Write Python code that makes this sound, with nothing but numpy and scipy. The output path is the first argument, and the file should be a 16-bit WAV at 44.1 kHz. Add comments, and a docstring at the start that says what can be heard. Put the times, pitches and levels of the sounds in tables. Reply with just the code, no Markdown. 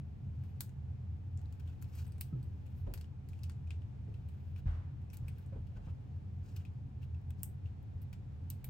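"""A small room, a phone's two microphones a hand's width from a plastic toy figure.
Fingers turn its ankle joints: each one slips with a snap or a tick that rings the plastic parts
and scatters off hands and table. Skin sticks and slips over the ribs in a faint rub and quick scrapes.
Farther off, dull thuds come through the building, over the low drone of an air handler,
a thin hum and a soft room hiss."""
import sys
import numpy as np
from scipy import signal
from scipy.fft import rfft, irfft
from scipy.io import wavfile
from scipy.ndimage import uniform_filter1d

SR = 44100
rng = np.random.default_rng(int(sys.argv[2]) if len(sys.argv) > 2 else 0)


def file_out(sig):
    """Save sig as 16-bit WAV at sys.argv[1]."""
    # one column per channel
    cols = np.atleast_2d(sig).T
    # limit, then scale
    lim = np.clip(cols, -1, 1)
    pcm = np.round(lim * 32767).astype(np.int16)
    wavfile.write(sys.argv[1], SR, pcm)


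N = 383229

# Joint snaps, a hand's width away. Each row: time in seconds, level of the tip's ring in dB, then,
# with levels relative to it, limb in dB, knock in dB, knock pitch in Hz, snap in dB, snap pitch in Hz,
# plate in dB, rim in dB, burst width in ms, echo gain in dB.
JOINT_SNAPS = [(0.437, -68.5, 3, -11, 2320, -13, 4300, -19, -14, 0.35, 8),
               (0.602, -65, -3.5, -12, 2140, 3, 4300, -3, -10, 0.4, -7),
               (0.607, -30.5, -11.5, -34, 2190, -10.5, 4270, -13, -13.5, 0.38, -1),
               (0.6934, -71, 10, -1, 2800, -4, 3810, 8, -8, 0.34, -3),
               (1.375, -73.5, -1, -4, 2200, -4, 5400, 17.5, -11, 0.52, -2),
               (1.393, -75, 12, 1, 2120, -4, 4290, 6, -11, 0.4, -3),
               (1.4158, -67, 6, -13, 2130, -5, 4100, -9, -23, 0.4, -4),
               (1.4576, -82, -5, -7, 2100, 20, 3970, -12, -15, 0.35, -3),
               (1.5253, -59.5, -22, -8, 2990, -5.5, 4480, -5, -20, 0.4, -1.5),
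               (1.5985, -61.5, -12, -4, 2300, -3, 5050, -9, -21, 0.4, -1),
               (1.675, -74, -16, 11, 2970, -12, 4350, -1, -11, 0.4, 8.5),
               (1.8168, -62, -20, -21, 2210, -26, 3800, -17, -17, 0.4, 0),
               (1.825, -48.5, -5, -24, 2460, -23, 4470, -6.5, -15, 0.44, -5),
               (1.843, -65, -6, 0, 2470, -1, 4010, -19, -15, 0.4, 3),
               (1.9525, -57, -9, -20, 2440, -19, 5140, -18, -6, 0.35, 8),
               (2.067, -63, 2, -11, 3030, -15, 3890, -18, 1, 0.4, 4),
               (2.0783, -59, -12, -12, 2500, -25, 4140, -27, -9, 0.4, 0),
               (2.1216, -62.5, -13, -4, 2450, 1, 4970, -15, 1.5, 0.4, -1),
               (2.182, -64.5, -2, -10, 2250, -6, 4370, -3, -3, 0.45, 1),
               (2.2073, -49, -19, -24, 2490, -24, 4430, -18, -9, 0.4, 5),
               (2.2107, -30.5, -18, -13, 2680, -11.5, 4450, -19, -12.5, 0.54, -4.5),
               (2.4288, -65.5, -4, -17, 2120, -3, 4130, -15, -3, 0.37, 4),
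               (2.6655, -67, -17, 2, 2520, -23, 4200, -4, -13, 0.58, 5),
               (2.9383, -37.5, -11, -12.5, 2500, -15, 4400, -21, -25, 0.99, -0.5),
               (2.9764, -58, 5, -17, 2290, 0, 4500, -10, -16, 0.46, 2),
               (3.012, -55.5, 0.5, -3, 2700, 1, 4410, -10, -18, 0.26, -2),
               (3.044, -79.5, 20, 18, 2860, 2, 4580, -2, -8, 0.36, -2),
               (3.288, -61, -10, -8, 2260, -4, 4510, -8, -14, 0.58, 4.5),
               (3.3332, -77.5, 0, 22.5, 2460, -5, 4080, -1, -4, 0.26, -1.5),
               (3.3906, -70, -4, 7, 2720, -7, 5050, -11, -9, 0.33, 1),
               (3.4345, -52, -26, -10, 2600, 3.5, 4740, -21, -15, 0.38, -1.5),
               (3.44, -58, -3, 2.5, 2600, -12, 5190, -6, -7, 0.26, 1),
               (3.497, -58, 9, -1, 2750, -1, 4280, -5, -12, 0.61, -1),
               (3.52, -77, 10, 4, 2440, 6, 4650, 14, -7, 0.4, -3),
               (3.673, -81.5, 10, 18, 2450, 6, 4980, -4, -4, 0.4, 5),
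               (3.7064, -66.5, 12, 23.5, 2540, 1, 4450, 5, -8, 0.54, -1.5),
               (3.82, -88.5, -3, 27, 2800, 0, 4950, 0, -4, 0.4, 0),
               (4.141, -75, -3, 13.5, 2650, -6, 3910, -14, -11, 0.4, 5.5),
               (4.2876, -64.5, -10, 0, 2610, -16, 3920, -12, -7, 0.48, 4.5),
               (4.562, -70, 10, 14.5, 2350, -21, 4960, -23, -7, 0.4, 0),
               (5.1016, -67.5, -10, 7, 2500, 7.5, 5570, -3, -13.5, 0.51, 0.5),
               (5.132, -59, -21, 2, 2400, -22, 4290, -5, -19, 0.58, 4),
               (5.171, -46.5, -27, -29, 2180, -14, 4570, -8, -27, 0.53, -5),
               (5.2822, -56, -18, 7, 2470, -8, 4570, -19, 1, 0.92, -0.5),
               (5.383, -62, -2, -28, 2120, -30, 4010, -29, -20, 0.9, 8),
               (5.463, -71.5, -8, -5, 2420, -15, 3900, 2, 4, 0.4, -2),
               (5.669, -73.5, -7, 3, 2920, -1, 3850, -19, -19, 0.4, 4),
               (6.564, -50.5, -16, -0.5, 2610, -3, 4500, -13.5, -25, 0.51, -1),
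               (6.6513, -66.5, -20, 15, 2530, -10, 5240, -24, -18, 0.24, 0),
               (7.0296, -70, -8, 9, 2660, -12, 4230, -16, -18, 0.34, 3.5),
               (7.1474, -90, 7, 31, 2630, -4, 4190, -6, -1, 0.39, -1),
               (7.215, -75, 1, -11, 2480, -7, 3980, -13, -8, 0.4, -3),
               (7.3066, -56, -18, -7, 2520, -2, 3300, -4, -9, 0.28, -9),
               (7.4245, -58, -23, -26, 2310, -18, 3840, -18, -17, 0.4, 4),
               (7.4326, -28.5, -24, -22.5, 2780, -27, 5370, -17, -7.5, 0.32, -2.5),
               (7.6589, -86.5, 5, 30.5, 2760, -7, 4270, -18, -8, 0.4, -1.5),
               (7.8288, -66.5, -13, -13, 2240, -22, 3960, -25, -30, 0.4, -3),
               (8.0187, -57, -23, -13, 2780, -26, 4520, -25, -21, 0.27, -1),
               (8.1296, -58, 1, 5, 2380, -3.5, 4470, -5.5, -25, 0.31, -1),
               (8.502, -33.5, -43, -33, 2940, -35, 4500, -13, -13, 0.32, -6.5),
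               (8.503, -52.5, -19, -3, 2850, 2, 4340, -19, -10, 0.72, 0),
               (8.6437, -38, -18.5, -20, 2300, -21.5, 3530, -25, -25, 1, 1.5)]


def joint_snaps(rows):
    """A joint creeps, breaks free and splinters into tiny slips that ring the parts of the figure."""
    out, n = np.zeros((N, 2)), 500
    creep_ms, firm_db = 1.6, -47.5
    after_ms = np.arange(n) * 1000 / SR - creep_ms  # time since the break
    crack = 1. * (np.arange(n) == np.abs(after_ms).argmin())
    creep = 0.017 * (after_ms < 0)
    after_slips = 0.23 * (after_ms > 0) * np.exp(-np.abs(after_ms) / 1.8)
    for row in rows:
        s, db, limb_db, knock_db, knock_hz, snap_db, snap_hz, plate_db, rim_db, burst_ms, echo_db = row
        burst = 1.17 * np.exp(-((after_ms - burst_ms) / max(burst_ms, .05)) ** 2)
        force = 9.5 * crack + rng.standard_normal(n) * (creep + burst + after_slips)
        shares_db = (0, rim_db, plate_db, snap_db, knock_db, limb_db)
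        # heard from all sides at once, knock and snap spread wider than in the direct sound
        all_round = plastic_parts(crack, knock_hz, snap_hz, shares_db, blur=2.9)
        scatter_db = -3 + 0.23 * (db - firm_db)  # harder snaps stir up more scatter
        heard = undb(echo_db) * near_echoes(all_round, scatter_db)
        heard[:, :n] += plastic_parts(force, knock_hz, snap_hz, shares_db, blur=0.57)
        add(out, s - creep_ms / 1000, undb(db) * heard.T)
    return out.T


# Resonances of the snapped figure, low to high. Each row: pitch in Hz, width in Hz, gain in dB.
LIMB_MODES = [(950, 400, 0), (1500, 250, 0.5), (1900, 940, -6)]
PLATE_MODES = [(3250, 500, -6), (5700, 600, -3.5), (7030, 1300, 10)]
RIM_MODES = [(7540, 350, -6), (8010, 230, 3.5), (8360, 430, 1.5), (9160, 300, 0)]
TIP_MODES = [(12170, 550, 0.5), (12300, 620, 0), (15100, 2000, 2.5)]


def plastic_parts(force, knock_hz, snap_hz, shares_db, blur):
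    """The force rings tip, rim, plate, snap, knock and limb, each at its share of the energy."""
    # the small parts cannot radiate low notes
    tip = signal.sosfilt(signal.butter(4, 9500, "highpass", fs=SR, output="sos"), ring(force, TIP_MODES))
    rim = ring(ring(force, RIM_MODES), [(8200, 4500, 0)])
    plate = ring(ring(force, PLATE_MODES), [(5600, 8000, 0)])
    snap = ring(force, [(snap_hz, blur * 690, 0)])
    knock = ring(force, [(knock_hz, blur * 250, 0)])
    parts = tip, rim, plate, snap, knock, ring(force, LIMB_MODES)
    span_ms = 0.38  # a part's level is its energy spread over this span
    mix = sum(undb(db) * part / np.linalg.norm(part) for db, part in zip(shares_db, parts))
    return mix * np.sqrt(span_ms * SR / 1000)


def near_echoes(x, scatter_db):
    """Quick scatter off hands and table, then the room's short tail; the sides differ lower down."""
    n = int(.2 * SR)
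    table_t60_s, room_t60_s, room_db = 0.032, 0.18, -2.5
    mid, side = signal.lfilter(*signal.butter(1, 9000, fs=SR), rng.standard_normal((2, n)))
    side = signal.lfilter(*signal.butter(2, 5500, fs=SR), side)
    scatter = fade(n, table_t60_s)
    tail = fade(n, room_t60_s) * (1 - fade(n, 0.014))
    decay = undb(scatter_db) * scatter / np.linalg.norm(scatter)
    decay += undb(room_db) * tail / np.linalg.norm(tail)
    echo = decay * (mid + 0.92 * side * np.array([[1], [-1]]))
    echo = signal.lfilter(*signal.butter(1, 2070, "highpass", fs=SR), echo)
    return signal.fftconvolve(echo, x[None], axes=1)


# Skin resting and creeping on the plastic. Each row: time in seconds, base level in dB.
SKIN_CREEP = [(0, -102), (.5, -93.5), (.9, -104), (1.4, -96), (2.2, -92.5), (2.9, -95.5), (3.15, -106),
              (3.5, -96), (3.9, -104), (4.4, -94), (4.9, -104), (5.3, -93), (5.7, -101), (6.2, -100),
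              (6.6, -95), (6.9, -102), (7.4, -99), (7.9, -105), (8.69, -95.5)]
# Quick scrapes over the ribs. Each row: start in seconds, length in seconds, base level in dB,
# shell share in dB, body share in dB.
RIB_SCRAPES = [(0.413, 0.12, -100, 3, -5), (1.594, 0.017, -79, -4, 8), (1.646, 0.1, -85.5, -6, 3),
               (1.812, 0.027, -66.5, 2, -3), (1.867, 0.078, -79, -7, -9), (1.925, 0.13, -65.5, -9, -3.5),
               (2.04, 0.028, -73, -5, -5), (2.42, 0.06, -95, 7, -8), (2.684, 0.047, -96, 3, 5),
               (2.736, 0.1, -83, 2.5, -3), (2.864, 0.024, -94.5, -12, 18), (3.243, 0.25, -83.5, -15, -1),
               (4.255, 0.347, -100, 0, -1), (4.563, 0.049, -85.5, 1, 11.5), (4.65, 0.14, -88.5, -23, 6),
               (5.121, 0.077, -75, -4, -2), (5.128, 0.027, -72, 7.5, -11), (5.274, 0.029, -74.5, 3, 3),
               (5.355, 0.1, -91, 1, 6), (5.747, 0.05, -98, -22, 21), (5.815, 0.11, -91.5, -24, 17.5),
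               (6.424, 0.14, -74.5, -17, -7), (6.557, 0.024, -68.5, -2, 3), (6.582, 0.058, -87, -21, 9),
               (7.011, 0.047, -85.5, 1, 13.5), (7.301, 0.014, -72, 0, 4), (7.368, 0.073, -78, -22, -14),
               (7.623, 0.091, -100, -8, 15), (8.011, 0.029, -81, 8, 4), (8.127, 0.017, -69, -4, 2)]
# Resonances of the rubbed figure, low to high. Each row: pitch in Hz, width in Hz, gain in dB.
BODY_MODES = [(1050, 500, -1), (1560, 288, 5.5), (2610, 701, 5.5)]
MIDDLE_MODES = [(4600, 2080, 2), (6600, 2400, -7.5)]
SHELL_MODES = [(8600, 670, -5.5), (11520, 1100, 0), (12700, 2473, 6.5), (14280, 723, -0.5)]


def skin_rub():
    """Dense stick-slip grains of uneven size: a faint creep all along, swelling in each scrape."""
    t = np.arange(N) / SR
    creep = undb(over_time(SKIN_CREEP))
    shell, middle, body = creep.copy(), creep.copy(), creep * undb(12)
    for start, length, db, shell_db, body_db in RIB_SCRAPES:
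        progress = np.clip((t - start) / length, 0, 1)
        swell = undb(db) * np.sin(np.pi * progress).clip(0) ** 0.83
        shell += undb(shell_db) * swell
        middle += swell
        body += undb(body_db) * swell
    grains = rng.standard_normal((2, N)) * undb(1.8 * rng.exponential(size=N) + 2 * wander(110))
    # the duller part comes from all over the figure, so the two sides differ
    spread = grains[0] + 0.22 * grains[1] * np.array([[1], [-1]])
    return (shell * level(ring(grains[0], SHELL_MODES), 1.2)
            + middle * level(ring(grains[0], MIDDLE_MODES), -4.0)
            + body * level(ring(spread, BODY_MODES), -0.91))


def faint_ticks(count=16):
    """Snap rows for tiny ticks at chance moments, crowded where the skin creeps most."""
    crept = np.cumsum(undb(over_time(SKIN_CREEP)))
    when, size, dull, bright, tune = rng.random((count, 5)).T
    s = np.searchsorted(crept, when * crept[-1]) / SR + 0.0041
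    db = -79.5 + 6 * (2 * size - 1)
    knock_db = 3.5 + 6 * (2 * dull - 1)
    snap_db = -16.5 + 9 * (2 * bright - 1)
    return list(zip(s, db, knock_db - 11, knock_db, 2100 + 800 * tune, snap_db, 4100 + 1200 * tune,
                    snap_db, snap_db - 1, 0.13 * size, np.zeros_like(s)))


# Thuds from elsewhere in the building. Each row: start in seconds, gain in dB, pitch in Hz,
# 60 dB decay in seconds, then, with levels relative to the bump, push in dB, rattle in dB,
# rattle top in Hz, rattle decay in seconds, hollow knock pitch in Hz, hollow knock in dB.
BUILDING_THUDS = [(2.325, -30.5, 125.5, 0.39, -13, -19, 354, 0.42, 1290, -29),
                  (2.865, -33, 97.5, 0.13, -2, -12.5, 566, 0.27, 950, -23),
                  (4.07, -40, 132, 0.31, -16, -17, 430, 0.42, 400, -26),
                  (4.657, -26, 80.5, 0.4, -0.5, -29.5, 1500, 0.87, 1010, -40),
                  (5.223, -28.5, 84, 0.12, -14, -34.5, 980, 0.23, 400, -40),
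                  (5.522, -30, 94.7, 0.16, -20, -24.5, 980, 0.16, 540, -15),
                  (5.555, -35.5, 94, 0.056, -3, -9.5, 520, .11, 1540, -30),
                  (5.76, -45.5, 103, 0.11, 7.5, -11.5, 910, 0.24, 1500, -10),
                  (5.87, -29, 97, 0.1, -14, -22.5, 900, 0.13, 850, -30)]


def building_thuds():
    """A sinking low bump over a deep push of the floor, with a hollow knock and a diffuse rattle."""
    out, n = np.zeros((N, 2)), int(.5 * SR)
    t = np.arange(n) / SR
    push = np.sin(2 * np.pi * 45 * t) * fade(n, 0.37)
    attack = 1 - np.exp(-t / 0.0073)
    glide = t + 0.00754 * (1 - np.exp(-t / 0.0069))  # the bump starts about an octave high
    for s, db, hz, t60, push_db, rattle_db, top_hz, rattle_t60, hollow_hz, hollow_db in BUILDING_THUDS:
        bump = np.sin(2 * np.pi * hz * glide) * fade(n, t60)
        band = signal.butter(2, [217, top_hz], "bandpass", fs=SR, output="sos")
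        rattle = level(signal.sosfilt(band, rng.standard_normal((2, n))), rattle_db) * fade(n, rattle_t60)
        hollow = undb(hollow_db) * np.sin(2 * np.pi * hollow_hz * t) * fade(n, 0.08)
        thud = (bump + undb(push_db) * push + hollow + rattle) * attack
        add(out, s, undb(db) * thud.T)
    return out.T


# The air handler as it fills the room. Each row: frequency in Hz, relative density in dB.
DRONE_SPECTRUM = [(20, -26.5), (32, -26.5), (50, -10), (62, -20), (81, 2.5), (95, 0), (108, -6),
                  (118, -6.5), (135, -4), (160, -19), (195, -16), (240, -26.5), (277, -24.5), (320, -33),
                  (420, -37), (600, -91.5)]


def air_handler():
    """A low drone of noise, almost steady in level."""
    return diffuse_noise(DRONE_SPECTRUM, db=-43) * undb(0.14 * wander(5.6))


# Wavering tones in the room air. Each row: pitch in Hz, width in Hz, level in dB.
HUM_TONES = [(754, 6.7, -84), (857.4, 22, -81.5), (2450, 110, -92)]


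def room_hum():
    """Narrow bands of noise, different at the two microphones."""
    return sum(level(ring(rng.standard_normal((2, N)), [(hz, width, 0)]), db)
               for hz, width, db in HUM_TONES)


# Room tone all around the phone. Each row: frequency in Hz, relative density in dB.
HISS_SPECTRUM = [(250, -19), (380, -4.5), (460, -1), (640, -7.5), (737, -3), (790, -9.5), (846, -8),
                 (1170, -13.5), (2500, -20), (6500, -32), (9000, -38.5), (12000, -40.5), (13300, -41),
                 (14500, -54.5)]


def room_hiss():
    """Soft broad noise whose level drifts a little."""
    return diffuse_noise(HISS_SPECTRUM, db=-69) * undb(0.79 * wander(5))


# How alike steady sound is at the two microphones. Each row: frequency in Hz, correlation.
MIC_LIKENESS = [(30, 0.45), (70, 1), (130, 0.88), (280, 0.54), (600, -0.45), (1400, -0.061), (5000, 0.18),
                (8500, 0.73), (16000, 0.95)]


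def diffuse_noise(spectrum, db):
    """Coloured noise whose two sides are more or less alike, depending on frequency."""
    alike = np.clip(over_frequency(MIC_LIKENESS), -1, 1)
    mid, side = rfft(rng.standard_normal((2, N))) * undb(over_frequency(spectrum))
    mid, side = mid * np.sqrt(1 + alike), side * np.sqrt(1 - alike)
    return level(irfft(np.array([mid + side, mid - side]), N), db)


# The phone's two microphones. Each row: frequency in Hz, phase lead of the left in radians,
# left minus right for the figure in dB.
MIC_PAIR = [(300, 0.89, 5), (2750, 0.99, 4.5), (4680, 1, 4), (6950, 1, 6)]


def microphones(pair, panned):
    """Each channel gets its own phase; above the crossover the left one simply arrives later."""
    crossover_hz, lag_s = 8550, 1 / 3500
    bins = np.arange(N // 2 + 1) * SR / N
    hz, lead, pan_db = np.transpose(MIC_PAIR + [(crossover_hz, 0, 0)])
    phase = np.interp(bins, hz, lead) - 2 * np.pi * lag_s * np.maximum(bins - crossover_hz, 0)
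    left = np.exp(.5j * phase) * undb(panned * np.interp(bins, hz, pan_db) / 2)
    return irfft(rfft(pair) * np.array([left, 1 / left]), N)


def undb(db):
    return 10 ** (np.asarray(db) / 20)


def level(x, db):
    return x * undb(db) / np.sqrt(np.mean(x ** 2))


def over_time(table):
    """A table's points joined by straight lines, at every sample."""
    return np.interp(np.arange(N) / SR, *np.transpose(table))


def over_frequency(table):
    """A table's points joined on a log-frequency axis, at every transform bin."""
    hz, values = np.transpose(table)
    bins = np.arange(N // 2 + 1) * SR / N + 1
    return np.interp(np.log(bins), np.log(hz), values)


def ring(x, modes):
    """A sum of resonators driven by x."""
    return sum(undb(db) * signal.lfilter(*signal.iirpeak(min(hz, .45 * SR), hz / width, SR), x)
               for hz, width, db in modes)


def fade(length, t60):
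    return np.exp(-np.log(1000) * np.arange(length) / (t60 * SR))


def add(track, s, sound):
    i = int(s * SR)
    track[i:i + len(sound)] += sound[:N - i]


def wander(rate_hz):
    """Random values held 1 / rate_hz seconds and smoothed twice."""
    hold = int(SR / rate_hz)
    steps = np.repeat(rng.standard_normal(N // hold + 1), hold)
    return uniform_filter1d(uniform_filter1d(steps, hold), hold)[:N]


def scene():
    """The figure close up and a little to the left, the building and the room behind it."""
    figure = microphones(joint_snaps(JOINT_SNAPS + faint_ticks()) + skin_rub(), panned=True)
    drone = air_handler()
    hiss = microphones(room_hiss(), panned=False)
    return figure + building_thuds() + room_hum() + drone + hiss


def record(dry):
    """The phone cuts the treble above 16.4 kHz."""
    return signal.sosfilt(signal.ellip(10, .2, 70, 16400, fs=SR, output="sos"), dry)


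dry = scene()
out = record(dry)
file_out(out)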